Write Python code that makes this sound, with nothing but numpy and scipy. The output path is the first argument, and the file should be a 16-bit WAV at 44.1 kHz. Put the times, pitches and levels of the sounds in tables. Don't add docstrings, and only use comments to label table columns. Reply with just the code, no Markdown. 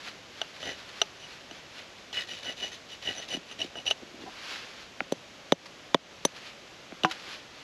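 import sys
import numpy as np
from scipy import signal
from scipy.fft import rfft, irfft, next_fast_len
from scipy.io import wavfile
from scipy.ndimage import uniform_filter1d, minimum_filter1d

SR = 44100
rng = np.random.default_rng(int(sys.argv[2]) if len(sys.argv) > 2 else 0)


def unload_audio(sound):
    columns = np.transpose(np.atleast_2d(sound))
    steps = np.round(np.clip(columns, -1, 1) * 32767)
    wavfile.write(sys.argv[1], SR, steps.astype(np.int16))


N = 336483
TIME = np.arange(N) / SR
AGE = TIME[:SR // 4]


def from_db(db):
    return 10 ** (np.asarray(db) / 20)


def rms_one(x):
    return x / np.sqrt(np.mean(x ** 2) + 1e-20)


def colour(x, spectrum):
    hz, db = np.transpose(spectrum)
    size = 2 * next_fast_len(len(x))
    octave = np.log2(np.maximum(np.fft.rfftfreq(size, 1 / SR), 1))
    outside = np.abs(octave - np.clip(octave, np.log2(hz[0]), np.log2(hz[-1])))
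    level_db = np.interp(octave, np.log2(hz), db) - 20 * outside
    cepstrum = irfft(np.log(from_db(level_db)))
    cepstrum[1:size // 2] *= 2
    cepstrum[size // 2 + 1:] = 0
    response = np.exp(rfft(cepstrum))
    return irfft(rfft(x, size) * response)[:len(x)]


def ring(force, modes, detune=1):
    out = 0
    for k, (hz, db, t60) in enumerate(modes):
        decay = from_db(-60 / (t60 * SR))
        turn = 2 * np.pi * hz * detune / SR
        resonator = [1, -2 * decay * np.cos(turn), decay * decay]
        mode = signal.lfilter([np.sin(turn)], resonator, force + 1e-18)
        out = out + (-1) ** k * from_db(db) * mode
    return out


def snaps(per_s, spread_db, size=N):
    sizes = from_db(spread_db * np.minimum(rng.exponential(1, size), 4))
    happens = rng.random(size) < per_s / SR
    return happens * sizes * rng.choice([-1, 1], size)


def contact(grit, t60, bite=0.0012):
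    swelling = 1 - np.exp(-AGE / bite)
    crackle = rng.standard_normal(len(AGE)) * from_db(-60 * AGE / t60) * swelling
    return (AGE == 0) + grit * crackle / np.linalg.norm(crackle)


def add(track, s, db, sound):
    start = round(s * SR)
    sound = from_db(db) * sound / np.linalg.norm(sound) * np.sqrt(.003 * SR)
    track[start:start + len(sound)] += sound[:N - start]


def swell(s, length):
    return np.exp(-2 * ((TIME - s) / length) ** 2)


def blunt_blows(events, modes, gain_db, grit):
    out = np.zeros(N)
    for s, level_db in events:
        add(out, s, level_db + gain_db, ring(contact(grit, t60=0.0053), modes))
    return out


# frequency in Hz, relative level in dB per Hz.
WOODS = [(15, -71), (25, -7), (98, -2), (344, 0), (462, -1.5), (543, 1.5), (952, -5), (1120, -4),
         (1210, -4.5), (1810, -4.5), (2930, -3.5), (6540, -12.5), (9020, -29), (11500, -26), (15000, -60)]
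HISS = [(3000, -15), (6000, -5), (10500, -2), (12500, 8.5), (14000, -27)]
WOODS_DB, HISS_DB = -49.5, -83


def woods():
    hush = from_db(WOODS_DB) * rms_one(colour(rng.standard_normal(N), WOODS))
    hiss = from_db(HISS_DB) * rms_one(colour(rng.standard_normal(N), HISS))
    return hush + hiss * np.array([[1], [-1]])


# peak in seconds, level in dB before trim, rise in seconds, fall in seconds.
RUSTLES = [(0.07, -42.5, 0.094, 0.057), (0.39, -47, .06, 0.14), (0.565, -45.5, .02, 0.033),
           (0.80, -45, 0.046, 0.048), (0.99, -44.5, 0.11, 0.086), (1.33, -47, 0.1, 0.078),
           (1.56, -48.5, 0.053, 0.06), (1.79, -43.5, 0.051, 0.042), (1.985, -53, .015, .06),
           (4.53, -37.5, .14, .11), (4.831, -48, 0.26, .03), (6.47, -44, 0.072, .045),
           (7.13, -43, .012, 0.036), (7.335, -40.5, 0.15, 0.048), (7.6, -53, 0.12, .1)]
# centre in seconds, level in dB, swell length in seconds.
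CRUNCHES = [(0.082, -41, 0.024), (0.892, -45.5, 0.018), (4.225, -46, .022), (5.664, -41, 0.01),
            (6.37, -45, 0.027), (7.102, -39, 0.0072), (7.114, -30.5, 0.004), (7.121, -33, 0.0077)]
# frequency in Hz, relative level in dB per Hz.
BRUSH = [(200, -10.5), (700, -7), (1400, -1.5), (2800, -1), (4500, -3.5), (7000, -16), (9000, -29.5),
         (11200, -23), (13000, -41), (14500, -48)]


def rustle():
    power = 0
    for s, db, rise, fall in RUSTLES:
        away = np.maximum((s - TIME) / rise, (TIME - s) / fall).clip(max=20)
        power = power + (from_db(db) * np.exp(-away)) ** 2
    speed = np.sqrt(power)
    cloth = from_db(-0.22) * speed * rms_one(colour(snaps(per_s=12000, spread_db=3.5), BRUSH))
    crush = sum(from_db(db) * swell(s, length) for s, db, length in CRUNCHES)
    return cloth + crush * rms_one(colour(snaps(per_s=5000, spread_db=3.0), BRUSH))


# start in seconds, then levels in dB before trim
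TAPS = [(0.4155, -28, -24.5, -42.5, -32.5), (0.629, -36, -28, -65, -46), (1.0162, -21, -17, -25.5, -24.5),
        (1.511, -38.5, -38, -51, -51), (2.129, -53, -36, -50, -44), (2.463, -42, -37, -59, -55),
        (2.633, -43, -47, -63, -56), (3.074, -59, -19, -63, -58), (3.181, -46, -34, -40.5, -50),
        (3.513, -40.5, -34, -51, -50), (3.602, -57, -29, -52, -47), (3.616, -55, -19, -43, -59),
        (3.755, -36, -33.5, -63, -65), (3.786, -56, -28, -60, -63), (3.867, -46, -17.5, -44, -49),
        (3.875, -45, -20, -40, -54), (3.91, -26.5, -11, -35, -31), (7.035, -36, -25.5, -47, -32.5)]
# frequency in Hz, relative level in dB, 60 dB decay in seconds.
BILLET_TAPPED = [(410, 1.5, 0.044), (663, 5.5, 0.037), (864, -6.5, 0.086), (1260, 2.5, 0.026),
                 (1540, 2, 0.03), (1910, 4.5, 0.0083)]
HATCHET = [(2753, 4, 0.028), (2755, 8, 0.013), (2962, 3.5, 0.033), (3210, -17, 0.034), (3280, -14, 0.0056),
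           (3870, -6.5, 0.016)]
HATCHET_HIGH = [(5827, 4, 0.029), (6090, 2, 0.035), (9240, -12, 0.028), (9280, -31, 0.013),
                (11000, -33, 0.047)]
# frequency in Hz, relative level in dB per Hz.
TICK = [(400, 8), (900, 5), (1400, -7), (2100, -9.5), (3000, 16), (3900, 11.5), (4800, -1.5), (7500, -10.5),
        (9000, -17), (11000, -21), (16000, -29)]


def taps():
    out = np.zeros(N)
    for s, wood_db, steel_db, high_db, tick_db in TAPS:
        force = contact(grit=.25, t60=.014)
        add(out, s, wood_db - 0.5, ring(force, BILLET_TAPPED))
        add(out, s, steel_db - 5.0, ring(force, HATCHET))
        add(out, s, high_db + 3.0, ring(force, HATCHET_HIGH))
        add(out, s, tick_db + 7.0, colour(contact(grit=1.1, t60=.016), TICK))
    return out


# frequency in Hz, relative level in dB per Hz.
SLIP = [(30, -3), (70, 0), (200, -3), (400, -18)]


def tearing(size):
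    slip_db = 3.0 * rms_one(colour(rng.standard_normal(size), SLIP))
    return snaps(per_s=7000, spread_db=2.8, size=size) * from_db(np.minimum(slip_db, 5))


# start in seconds, length in seconds to the middle of the release, deepest bite
# as a share of the length, bite half-width in seconds, pitch ratio of the high ring, then levels in dB
STROKES = [ (0.596, .150, 0.58, .035, 1.02, -46, -36, -49.5, -40, -40.5),
           (1.193, 0.074, 0.58, 0.028, 1.01, -58, -45.5, -54, -64, -58),
           (2.125, 0.12, 0.44, 0.037, 0.88, -42.5, -34, -53, -37, -49.5),
           (2.268, 0.15, 0.37, 0.029, 1, -47, -36.5, -55, -45.5, -50),
           (2.418, .118, .56, 0.028, 1.014, -46, -35.5, -48.5, -40.5, -42.5),
           (2.563, 0.14, 0.56, 0.027, 1.02, -45, -34.5, -51, -45, -45),
           (2.712, 0.056, 0.3, .03, 1.07, -47, -52, -54, -46.5, -71),
           (2.885, 0.084, 0.5, .02, 1.0, -51, -44, -62, -53, -61),
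           (3.014, 0.14, 0.52, 0.025, 1.0, -45, -33, -51, -39, -40.5),
           (3.145, 0.071, 0.65, 0.031, 1.03, -48.5, -47, -45, -47, -46.5),
           (3.209, .048, 0.46, 0.015, 1.04, -47.5, -41, -56, -45.5, -50),
           (3.275, 0.099, 0.62, 0.023, 1.01, -43.5, -30.5, -42.5, -42.5, -41.5),
           (3.477, 0.065, 0.69, .014, 1.05, -53, -38.5, -53, -52, -54),
           (3.582, 0.093, 0.35, 0.015, 0.96, -45, -34.5, -50, -46, -41.5),
           (3.751, 0.076, 0.37, 0.023, 1.0, -56, -42.5, -55, -56, -45),
           (3.853, 0.05, .52, 0.017, 1.0, -41.5, -28.5, -44, -45, -41),
           (3.897, 0.025, 0.46, .010, 1.06, -38, -32, -36, -40, -39.5), ]
# frequency in Hz, relative level in dB per Hz.
FIBRES = [(900, -9.5), (1500, -12.5), (2400, -0.5), (3300, -0.5), (3770, 2.5), (4600, -5), (7000, -11.5),
          (8600, -28.5), (11000, -22), (15500, -46.5)]
RUMBLE = [(30, -27), (75, -4), (170, -12.5), (270, -2), (380, -5.5), (550, 0), (750, -1.5), (1000, -13.5),
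          (1600, -21)]
# frequency in Hz, relative level in dB, 60 dB decay in seconds.
BLADE_PRESSED = [(2754, -3, 0.015), (2919, 0.5, 0.084), (3050, -1.5, .015)]
BLADE_PRESSED_HIGH = [(5825, 4.5, 0.072), (6030, 9, 0.011), (8900, 1, 0.026)]
BILLET_RASPED = [(1504, -4.5, 0.017), (1710, -6.5, 0.014), (1943, 1, 0.024), (2470, -2, 0.0071)]
STROKE_ATTACK_S, STROKE_RELEASE_S = 0.0089, 0.039
FIBRES_FOLLOW, STEEL_FOLLOWS, ZING_FOLLOWS = 0.21, 1.06, 0.71
RASP_FOLLOWS, RUMBLE_FOLLOWS = 0.77, 0.87


def shaving():
    out = np.zeros(N)
    for s, length, deepest, width, pitch, fibres_db, steel_db, high_db, rasp_db, rumble_db in STROKES:
        entering = AGE / STROKE_ATTACK_S
        leaving = (length - AGE) / STROKE_RELEASE_S + .5
        touch = np.clip(np.minimum(entering, leaving), 0, 1)
        bite = 1 / (1 + ((AGE - deepest * length) / width) ** 2)
        force = tearing(size=len(AGE))
        layers = [(fibres_db + 3.0, FIBRES_FOLLOW, colour(force, FIBRES)),
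                  (steel_db - 1.5, STEEL_FOLLOWS, ring(force, BLADE_PRESSED)),
                  (high_db - 1.0, ZING_FOLLOWS, ring(force, BLADE_PRESSED_HIGH, pitch)),
                  (rasp_db + 0.26, RASP_FOLLOWS, ring(force, BILLET_RASPED)),
                  (rumble_db - 0.7, RUMBLE_FOLLOWS, colour(force, RUMBLE))]
        stroke = sum(from_db(db) * bite ** follows * rms_one(sound) for db, follows, sound in layers)
        start = round(s * SR)
        out[start:start + len(AGE)] += touch * stroke
    return out


# start in seconds, level in dB before trim.
BUMPS = [(1.513, -42), (3.345, -32.5), (3.370, -32), (3.632, -41), (3.645, -32.5), (3.776, -44),
         (4.029, -38), (4.236, -37), (5.012, -33.5), (6.923, -36), (7.038, -25.5), (7.277, -47)]
# frequency in Hz, relative level in dB, 60 dB decay in seconds.
BLOCK = [(173, -10, 0.086), (262, 0, 0.043), (338, 4, 0.031), (530, 7, 0.0059)]


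def bumps():
    return blunt_blows(BUMPS, BLOCK, gain_db=0.3, grit=0.3)


# centre in seconds, swell length in seconds,
# low grating in dB before trim, hollow grating in dB before trim.
SCUFFS = [(4.027, 0.029, -52, -63), (4.204, 0.098, -48.5, -65), (4.28, 0.02, -49, -40)]


def handling():
    grating = snaps(per_s=920, spread_db=6.0)
    low = rms_one(ring(grating, BLOCK[1:]))
    hollow = rms_one(ring(grating, BILLET_TAPPED[1:3], detune=1.18))
    out = 0
    for s, length, low_db, hollow_db in SCUFFS:
        out = out + swell(s, length) * (from_db(low_db) * low + from_db(hollow_db) * hollow)
    return from_db(-1.0) * out


# start in seconds, level in dB before trim.
CLICKS = [(5.0052, -21), (6.922, -41)]
# frequency in Hz, relative level in dB, 60 dB decay in seconds.
CLICK_MODES = [(578, -5, 0.023), (780, -4.5, 0.026), (1415, 0.5, 0.014), (2120, 6.5, 0.0057),
               (2630, 5, 0.0043)]


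def clicks():
    return blunt_blows(CLICKS, CLICK_MODES, gain_db=-0.5, grit=0.098)


# start in seconds, then levels in dB before trim for thud, crack,
# steel ring, high steel ring and splinters.
CHOPS = [(5.1216, -17.5, -30.5, -41, -37, -37.5), (5.5219, -5.5, -13.5, -16, -27.5, -36),
         (5.9452, -6, -5.5, -11.5, -43, -34), (6.2505, -16.5, -18.5, -34, -18, -26)]
# frequency in Hz, relative level in dB, 60 dB decay in seconds.
BILLET_HELD = [(169, -9.5, 0.047), (268, -0.5, 0.028), (411, 1.5, 0.02), (557, 1.5, 0.029),
               (787, -0.5, 0.015), (1070, -10, 0.012)]
HATCHET_SUNK = [(2630, -4, 0.002), (3020, -6, 0.023), (3450, 6.5, 0.0057), (3900, 0.5, 0.0049),
                (4930, -24, 0.009)]
# frequency in Hz, relative level in dB per Hz.
CRACK = [(500, -27.5), (680, 3), (820, 5.5), (1080, 3), (1400, -11.5), (1900, -6.5), (2600, -19),
         (4200, -15.5), (7000, -26), (12000, -53)]
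SPLINTERS = [(2500, 1), (4000, 9.5), (5000, -5), (6500, 0), (8000, -4), (9000, -7), (10300, -6),
             (11800, -10), (13500, -18), (16000, -34)]


def chops():
    out = np.zeros(N)
    for s, thud_db, crack_db, steel_db, high_db, splinter_db in CHOPS:
        add(out, s, thud_db + 0.11, ring(contact(grit=0.1, t60=0.011), BILLET_HELD))
        split = contact(grit=.55, t60=.012)
        add(out, s, crack_db - 0.5, colour(split, CRACK))
        add(out, s, steel_db - 0.5, ring(split, HATCHET_SUNK))
        splintering = contact(grit=5.0, t60=0.012, bite=0.0027)
        add(out, s, high_db - 0.5, ring(splintering, HATCHET_HIGH, detune=1.02))
        add(out, s, splinter_db + 5.5, colour(splintering, SPLINTERS))
    return out


# start in seconds, level in dB before trim.
KNOCKS = [(7.0477, -12)]
# frequency in Hz, relative level in dB, 60 dB decay in seconds.
BILLET_FREE = [(166, -17, 0.05), (324, -19, 0.15), (450, -15, 0.037), (590, -8, 0.026), (757.6, 1.5, 0.062),
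               (764, -13, 0.2), (990, -9, 0.1), (1150, 0.5, 0.013), (1460, -26, 0.083), (1580, 2, 0.0085),
               (2960, -22, 0.084)]
# frequency in Hz, relative level in dB per Hz.
BARK = [(800, -8), (1400, 2.5), (2000, -11), (2800, 2.5), (4200, -13), (6000, -10), (8000, -28),
        (12000, -36)]


def lifting():
    out = blunt_blows(KNOCKS, BILLET_FREE, gain_db=0.3, grit=0.35)
    for s, level_db in KNOCKS:
        add(out, s, level_db - 9.5, colour(contact(grit=1.2, t60=0.041), BARK))
    return out


def scene():
    background = woods() + rustle()
    cutting = taps() + shaving() + chops()
    moving_billet = bumps() + handling() + clicks() + lifting()
    return background + cutting + moving_billet


def low_cut_and_notch(x, low_cut_hz=35, notch_hz=9100, notch_q=14):
    x = signal.lfilter(*signal.butter(1, low_cut_hz, "high", fs=SR), x)
    return signal.lfilter(*signal.iirnotch(notch_hz, notch_q, fs=SR), x)


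CUTOFF_HZ = 15800


def record(dry, ceiling_db=-5.0, release_db_per_s=35):
    dry = low_cut_and_notch(dry)
    peak_db = 20 * np.log10(np.abs(dry).max(axis=0) + 1e-9)
    over = np.maximum(peak_db - ceiling_db, 0)
    recovery = release_db_per_s * TIME
    held = np.maximum.accumulate(over + recovery) - recovery
    duck_db = uniform_filter1d(minimum_filter1d(-held, size=129), size=129)
    top_cut = signal.ellip(10, .1, 80, CUTOFF_HZ, fs=SR, output="sos")
    return signal.sosfilt(top_cut, dry * from_db(duck_db))


dry = scene()
out = record(dry)
unload_audio(out)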